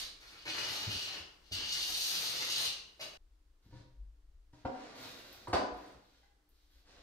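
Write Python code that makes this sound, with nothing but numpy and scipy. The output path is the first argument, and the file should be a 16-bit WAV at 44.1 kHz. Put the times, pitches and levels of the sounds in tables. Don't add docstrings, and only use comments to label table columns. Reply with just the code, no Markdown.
import sys
import numpy as np
from scipy import signal
from scipy.fft import rfft, irfft, next_fast_len
from scipy.io import wavfile
from scipy.ndimage import uniform_filter1d, map_coordinates

SR = 44100
rng = np.random.default_rng(int(sys.argv[2]) if len(sys.argv) > 2 else 0)


def log_audio(samples):
    frames = np.atleast_2d(samples).T
    limited = np.clip(frames, -1, 1)
    pcm = np.round(limited * 32767).astype(np.int16)
    wavfile.write(sys.argv[1], SR, pcm)


def how_loud(loudness_db):
    steps = np.asarray(loudness_db, float) / 20
    return 10 ** steps


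N = 309582
LEAD = 22050
T = (np.arange(N + LEAD) - LEAD) / SR
EDITS = [3.174, 4.528]


def plane():
    # (frequency [Hz], width [Hz], level [dB])
    iron = [(4050, 100, -12.5), (5910, 830, -10.5), (5900, 110, -19.5), (9000, 72, -10),
            (11300, 280, -13.5), (12900, 23, -15.5)]
    # (frequency [Hz], width [Hz])
    blade = (2900, 110)
    # (frequency [Hz], density [dB per Hz])
    tear_hue = [(710, -38.5), (1200, -33), (1880, -23.5), (2540, -11.5), (2840, -5), (3500, -2.5),
                (4500, 2), (6530, -13.5), (7480, -18), (9000, -20), (11700, -49.5), (19800, -120)]
    fine_hue = [(3820, -37.5), (6500, -0.5), (7500, -13), (9130, -5.5), (10300, -16.5), (11700, -8.5),
                (14000, -11.5), (15600, -21.5)]
    sole_hue = [(59, -25), (100, -8.5), (227, -15.5), (302, -8.5), (396, -9), (948, -9), (1180, -7.5),
                (2600, -5), (3380, -47), (5720, -120)]

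    def steel(f):
        return 1 + 0.3 * sum(how_loud(db / 4) * mode(c, 200 + 1.5 * w)(f) for c, w, db in iron)

    gains, pan_db = gestures()
    chatter = how_loud(4.1 * wobble(160) + 1.1 * wobble(30))
    tear = chatter * fibres(7000, spread_db=5.5, smooth=0.9)
    cut = patchy(coloured(filtered(tear, steel), tear_hue), depth_db=0.7)
    ring = how_loud(-2.5 + 1.4 * wobble(16)) * unit(filtered(tear, mode(*blade)))
    fluff = chatter * fibres(4000, spread_db=9.5, smooth=0.35)
    fine = how_loud(1.2 * wobble(22)) * patchy(coloured(filtered(fluff, steel), fine_hue), depth_db=1.9)
    sole = how_loud(3.5 * wobble(29.825)) * coloured(fibres(2000, spread_db=2.5, smooth=0.76), sole_hue)
    dry_plane = (gains * [cut, fine, sole, ring]).sum(axis=0)
    return shop(dry_plane, wet_db=5.0, gap_s=0.004, lag=7.5) * how_loud(np.outer([0.5, -0.5], pan_db))


def gestures():
    # (time [s], pressure [dB], curl of the shaving [dB])
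    strokes = [
        [(0.0, -42.5, 11), (0.03, -38.5, 1)],
        [(0.2, -60, 8), (0.3, -59.5, 2.5), (0.44, -52, 0.5)],
        [(0.453, -46, -1), (0.48, -40, -4), (0.515, -44, -0.5), (0.72, -41.5, 1.5), (0.89, -41.5, 3),
         (1.03, -42.5, -2.5), (1.175, -45.5, -3), (1.2, -58, -4.5)],
        [(1.42, -70, 0), (1.505, -57.5, 0), (1.519, -45, -3)],
        [(1.52, -31.5, -2), (1.59, -45, -6), (1.74, -36, 0.5), (1.99, -38.5, 7), (2.075, -35, 6.5),
         (2.33, -39.5, 5.5), (2.5, -35.5, -0.5), (2.64, -32, 5), (2.69, -43.5, -7.5)],
        [(2.992, -54, 4), (3.008, -36, -1.5), (3.03, -39, 2), (3.045, -62, 1), (3.17, -65, 5)],
    ]
    # (fine fibres [dB], sole rumble [dB], its drift [dB per s], blade ring [dB],
    # left-right [dB])
    grips = [(-17.5, -14, 3, -40, 0), (-15.5, -4, -25, -4, 1), (-14, -4, -6, -6, 2),
             (-20, -14.5, -5, -12, 5), (-12.5, -16.5, 2, -7, 2), (-14.5, -5, -20, -11, 1.5)]
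    curl_damps = 1.4
    sole_lags = 0.43
    gains, pan_db = np.zeros((4, len(T))), np.zeros(len(T))
    for rows, (fine_db, sole_db, drift_db, ring_db, side_db) in zip(strokes, grips):
        s, db, curl_db = np.transpose(rows)
        started = T > (s[0] or -1)
        moving = uniform_filter1d(1. * (started & (T < s[-1])), size=200)
        press, curl = np.interp(T, s, db), np.interp(T, s, curl_db)
        drift = drift_db * np.clip(T - s[0], 0, 2)
        relative_db = np.array([
            0 * T,
            fine_db + curl,
            sole_db + drift - sole_lags * (press - db.mean()),
            ring_db - curl_damps * curl])
        gains += moving * how_loud(press + relative_db)
        pan_db[started] = side_db
    return gains, uniform_filter1d(pan_db, size=2000)


def fibres(rate_hz, spread_db, smooth):
    breaks = rng.random(len(T)) < rate_hz / SR
    snaps = breaks * how_loud(spread_db * rng.random(len(T))) * rng.standard_normal(len(T))
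    return unit(snaps) + smooth * rng.standard_normal(len(T))


def patchy(x, depth_db):
    z = signal.stft(x, nperseg=512)[2]
    field = uniform_filter1d(rng.standard_normal(z.shape), size=12, axis=0)
    field = uniform_filter1d(field, size=18, axis=1)
    return unit(signal.istft(z * how_loud(depth_db * unit(field)), nperseg=512)[1][:len(x)])


def mode(c, w):
    return lambda f: 1j * f * w / (c * c - f * f + 1j * f * w)


def knocks():
    # (time [s], peak [dB], slap [dB], brightness [dB per octave], ring t60 [s])
    blow_rows = [
        (1.512, -50, -30, -1.5, 0.11),
        (2.995, -39.5, -25, 8, 0.13),
        (3.648, -65, -30.5, -3, 0.14),
        (3.725, -46, -29.5, 3.5, 0.18),
        (4.531, -50.5, -14, 3, 0.078),
        (4.650, -23, -17, -2, 0.074),
        (5.472, -32, -10, -2.5, 0.074),
        (5.529, -17.5, -8.5, 0.7, 0.054),
        (5.554, -19.5, -28.5, -4, 0.093),
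        (6.231, -57, -32, 5, 0.1),
    ]
    # (frequency [Hz], level [dB], t60 [s], not used)
    wood = [
        [(590, -2, .3), (636, 8, .3), (734, -10, .3)],
        [(119.6, 10.5, 0.8), (291, -4, 5.0), (519, -16.5, 0.6), (760, -41, 5.0), (947, -17, 5.0),
         (1436, -38, 2.9)],
        [(262, -1, 0.036), (296, -12, 0.073), (530.5, 12.5, 0.3), (742, 8, 0.69), (940, -5, 1),
         (1200, -49, 0.82), (1402, -10, 3.4), (1980, -55, 5.0), (2015, -40, 1.5)],
        [(453, -8, 5.0), (978, 15.5, 0.04), (1020, -8, 0.096), (1340, -26, 1.7), (1580, -34, 0.24),
         (2060, -33.5, 5.0)],
        [(285, -20, 0.089), (444, -42.5, 5.0), (555, -26, 0.42), (734, -3, 0.42), (920, -17, 0.08),
         (988, 5.5, 0.46), (1300, -41, 0.31), (1463, -8, 0.24), (1657, -20, 0.31), (2020, -37.5, 0.69),
         (2155, -36, 0.22), (2450, -39.5, 0.38)],
        [(808, 5, 0.32), (1510, -7.5, 1.1), (1640, -9, 0.17), (2020, -3, 0.42)],
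    ]
    pieces = [0, 0, 1, 1, 1, 2, 3, 4, 4, 5]
    # (frequency [Hz], density [dB per Hz])
    crack = [(60, -59.5), (150, -17), (260, -5), (550, -0.5), (1000, -4.5), (1600, -10), (2200, -19),
             (5000, -19.5), (9200, -37.5), (15500, -59)]
    # (time after first touch [s], level [dB])
    bounces = [(.002, 0.5), (.005, .6), (.0125, -0.7), (.025, -8.5)]
    out, t = np.zeros(len(T) + SR), np.arange(16384) / SR
    for (s, db, slap_db, tilt_db, t60), piece in zip(blow_rows, pieces):
        colour = [(hz, level + tilt_db * np.log2(hz / 700)) for hz, level in crack]
        slap = struck(colour, size=len(t))
        slaps = np.zeros(len(t))
        for k, (late_s, part_db) in enumerate(bounces):
            slaps += (-1) ** k * how_loud(part_db - 13.5) * np.pad(slap, (round(late_s * SR), 0))[:len(t)]
        rough = coloured(rng.standard_normal(len(t)), colour)
        rough = rough * how_loud(-9 - 60 * t / 0.12) * (1 - np.exp(-t / 0.0031))
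        ring = np.zeros(len(t))
        for hz, level, _ in wood[piece]:
            mode_t60 = t60 * (700 / hz) ** 0.1
            ring += how_loud(0.48 * level - 60 * t / mode_t60) * np.sin(2 * np.pi * hz * t)
        ring = ring / np.abs(ring).max() * (1 - np.exp(-t / 0.0014))
        blow = ring + how_loud(slap_db + 11.5) * (slaps + rough)
        out[LEAD + round(s * SR):][:len(t)] += how_loud(db + 2.5) * blow
    return out[:len(T)]


def struck(spectrum, size):
    c = irfft(np.log(how_loud(along(spectrum, np.fft.rfftfreq(size, 1 / SR)))), size)
    c = np.r_[c[0], 2 * c[1:size // 2], np.zeros(size // 2)]
    blow = irfft(np.exp(rfft(c)), size)
    return blow / np.abs(blow).max()


def slides():
    # (time [s], length [s], rub [dB], fingertip fizz [dB], plank rumble [dB])
    slide_rows = [(3.616, 0.097, -76.5, -9.5, -6.5), (3.702, 0.14, -68.5, -28, 0),
                  (4.524, 0.13, -72.5, -22, -1), (4.692, 0.37, -61, -25, 5), (4.945, 0.27, -55, -10.5, -3),
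                  (5.164, 0.32, -59, -11.5, -2.5), (5.706, 0.27, -65, -17, 5.5),
                  (5.95, 0.35, -73.5, -15, -5.5), (6.484, 0.25, -78, -8.5, -25),
                  (6.695, .14, -73.5, -8, -8), (6.837, 0.2, -66.5, -24, 0)]
    # (frequency [Hz], density [dB per Hz])
    rub_hue = [(710, -40.5), (1200, -51), (1400, -1), (2220, -3.5), (2390, -2.5), (4010, 6.5), (6090, -1.5),
               (6790, -5), (10500, -16.5), (13600, -56), (22000, -120)]
    plank_hue = [(59, -42.5), (100, 1.5), (172, -9.5), (285, 1.5), (364, -4.5), (517, -1), (1170, -7),
                 (2200, -13), (2860, -20), (4840, -120)]
    fizz_hue = [(7000, -60), (9000, -7), (10500, -8), (11800, -2), (13500, -2), (15600, -7)]
    rise, fall = 0.28, 0.43
    rub, fizz, plank = np.zeros((3, len(T)))
    for s, length_s, db, fizz_db, plank_db in slide_rows:
        u = (T - s) / length_s
        speed = how_loud(db) * np.clip(np.minimum(u / rise, (1 - u) / fall), 0, 1) ** 0.5
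        rub += speed
        fizz += how_loud(fizz_db) * speed
        plank += how_loud(plank_db) * speed
    grit = how_loud(0.75 * wobble(40)) * fibres(2500, spread_db=-7, smooth=0.59)
    brush = how_loud(0.5) * coloured(fibres(700, spread_db=3.5, smooth=1.3), fizz_hue)
    return rub * coloured(grit, rub_hue) + fizz * brush + plank * coloured(grit, plank_hue)


def ticks():
    # (time [s], peak [dB], frequency [Hz])
    tick_rows = [(4.959, -65, 8364), (5.0325, -52, 14580), (5.19, -60.5, 13140), (5.3298, -49, 12830),
                 (5.4823, -51.5, 8440), (5.7418, -64.5, 9250), (5.7755, -64, 11900), (5.8636, -62, 8800),
                 (5.9244, -65, 8380), (6.4916, -62.5, 12520)]
    t60 = 0.0016
    out, t = np.zeros(len(T) + SR), np.arange(SR // 50) / SR
    for s, db, hz in tick_rows:
        out[LEAD + round(s * SR):][:len(t)] += how_loud(db + 13.5 - 60 * t / t60) * np.sin(2 * np.pi * hz * t)
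    return out[:len(T)]


def thumps():
    # (time [s], peak [dB], frequency [Hz], t60 [s], dull puff [dB])
    push_rows = [(0.453, -57.5, 136, 0.16, -16), (0.866, -37, 110, 0.15, -4), (0.941, -43.5, 97, 0.11, 0),
                 (1.197, -52, 78, 0.15, -19), (1.513, -41, 92, 0.18, -7), (1.58, -63, 74.5, 0.28, 7),
                 (3.649, -64, 109.4, 0.28, 1.5), (3.739, -51.5, 113, 0.34, -6),
                 (4.528, -59.5, 118.3, 0.14, -3.5), (4.644, -44.5, 118, 0.16, 1.5),
                 (5.479, -42, 107, 0.15, -15), (5.524, -45.5, 94.2, 0.33, 0), (5.718, -48.5, 51, 0.2, -11),
                 (5.949, -57.5, 53.5, 0.16, 1)]
    # (frequency [Hz], density [dB per Hz])
    puff_hue = [(15, -33.5), (40, -10.5), (80, 5), (130, -8), (300, -7), (600, -34), (1200, -120)]
    out, t = np.zeros(len(T) + SR), np.arange(SR // 2) / SR
    for s, db, hz, t60, puff_db in push_rows:
        puff = how_loud(puff_db) * coloured(rng.standard_normal(len(t)), puff_hue)
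        swing = np.sin(2 * np.pi * hz * t) + puff
        decay = how_loud(db + 7.5 - 60 * t / t60) * (1 - np.exp(-t / 0.017))
        out[LEAD + round(s * SR):][:len(t)] += decay * swing
    return out[:len(T)]


def swings():
    # (time [s], peak [dB], frequency [Hz], width [s])
    swells = [
        (4.042, -46, 47.8, 0.045),
        (4.142, -55.5, 55.7, 0.043),
        (4.38, -60, 30.4, 0.1),
    ]
    return sum(how_loud(db) * bump(s, width_s) * np.sin(2 * np.pi * hz * (T - s)) for s, db, hz, width_s in swells)


def room_tone():
    quiet_db = [-74, -83.5, -82]
    air_db = [-73, -64, -74.5]
    # (frequency [Hz], density [dB per Hz])
    quiet_hue = [(60, -40), (100, -6), (220, -8), (300, -3), (425, -4), (520, -9), (1200, -10), (2400, -15),
                 (4500, -15), (9000, -22), (15600, -28)]
    rumble_hue = [(11, -20.5), (18, 1.5), (60, 0), (73, -14.5), (81, -33), (110, -50.5), (140, -76),
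                  (240, -120)]
    # (time [s], level [dB], width [s])
    gusts = [
        (0.0, -66, 0.13),
        (1.799, -66, .2),
        (4.04, -53.5, 0.029),
        (4.33, -69.5, 0.065),
        (4.55, -76, 0.16),
        (5.58, -69, 0.092),
        (6.8, -72, 0.25),
        (7.02, -66, 0.03),
    ]
    # (frequency [Hz], rms [dB])
    mains = [(59.5, -76), (120, -96.5), (301, -85.5)]
    part = np.searchsorted(EDITS, T)
    hiss = how_loud(np.array(quiet_db)[part]) * paired(coloured(rng.standard_normal((2, len(T))), quiet_hue))
    air = how_loud(np.array(air_db)[part]) + sum(how_loud(db) * bump(s, width_s) for s, db, width_s in gusts)
    rumble = air * how_loud(0.75 * wobble(21)) * coloured(rng.standard_normal(len(T)), rumble_hue)
    hum = sum(how_loud(db - 0.5 + 2.5 * wobble(9.4)) * np.sin(2 * np.pi * hz * T) for hz, db in mains)
    return np.sqrt(2) * hiss + rumble + hum


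def shop(x, wet_db, gap_s, lag):
    # (frequency [Hz], t60 [s])
    reverb = [(100, 0.79), (500, 0.72), (2000, 0.58), (6000, 0.49), (12000, 0.31)]
    hop = 8192
    out, padded = np.zeros((2, len(x) + 4 * SR)), np.pad(x, (hop, 2 * hop))
    for i in range(-hop, len(x), hop):
        if np.abs(x[max(i, 0):i + 2 * hop]).max() < 1e-7:
            continue
        hz, t, z = signal.stft(rng.standard_normal((2, 30000)), SR, nperseg=256)
        decay = how_loud(-60 * t / along(reverb, hz)[:, None])
        tail = signal.istft(z * decay, SR, nperseg=256)[1]
        piece = padded[i + hop:i + 3 * hop] * np.hanning(2 * hop) ** 0.5
        echo = signal.fftconvolve(piece[None], tail / np.linalg.norm(tail[0]), axes=1)
        out[:, i + hop:i + hop + echo.shape[1]] += echo
    late = hop - round(gap_s * SR)
    wet = how_loud(wet_db) * paired(out[:, late:late + len(x)])
    direct = filtered(x, lambda hz: np.exp(1j * np.pi * np.outer([lag, -lag], hz) / SR))
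    return (direct + wet) / np.hypot(1, how_loud(wet_db))


def paired(x):
    # (frequency [Hz], correlation [-1 to 1])
    alike = [(60, 0.95), (150, .93), (300, .7), (600, 0.25), (1200, 0), (12000, 0.23)]

    def mid_side(hz):
        turn = np.arccos(np.clip(along(alike, hz), -1, 1)) / 2
        return np.array([np.cos(turn), np.sin(turn)])

    mid, side = filtered(x, mid_side)
    return np.array([mid + side, mid - side])


def unit(x):
    return x / np.sqrt(np.mean(x ** 2) + 1e-20)


def along(points, hz):
    f, v = np.transpose(points)
    return np.interp(np.log(hz + 1), np.log(f + 1), v)


def filtered(x, response):
    m = next_fast_len(x.shape[-1] + 8192)
    return irfft(rfft(x, m) * response(np.fft.rfftfreq(m, 1 / SR)), m)[..., :x.shape[-1]]


def coloured(x, spectrum):
    return unit(filtered(x, lambda hz: how_loud(along(spectrum, hz))))


def wobble(rate_hz):
    knots = rng.standard_normal(int(len(T) * rate_hz / SR) + 4)
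    return map_coordinates(knots, [np.arange(len(T)) * rate_hz / SR])


def bump(s, width_s):
    return np.exp(-0.5 * ((T - s) / width_s) ** 2)


def scene():
    first = T < EDITS[0]
    blows = knocks()
    planing = plane() + shop(blows * first, wet_db=6, gap_s=0.0019, lag=5)
    planing = planing * uniform_filter1d(1. * first, size=150)
    planks = shop(blows * ~first + slides() + ticks(), wet_db=2.5, gap_s=0.0033, lag=3.62)
    return (planing + planks + thumps() + swings() + room_tone())[:, LEAD:]


def low_pass(x):
    return signal.sosfilt(signal.butter(12, 15720, fs=SR, output="sos"), x)


def record(dry):
    # (frequency [Hz], left-right [dB])
    ports = [(60, 2.5), (500, -0.5), (2000, 0), (8000, -1.5), (13000, 5)]
    top_hz = 15720
    mix = filtered(dry, lambda hz: how_loud(np.outer([0.5, -0.5], along(ports, hz))) * (hz < top_hz))
    return low_pass(mix)


dry = scene()
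out = record(dry)
log_audio(out)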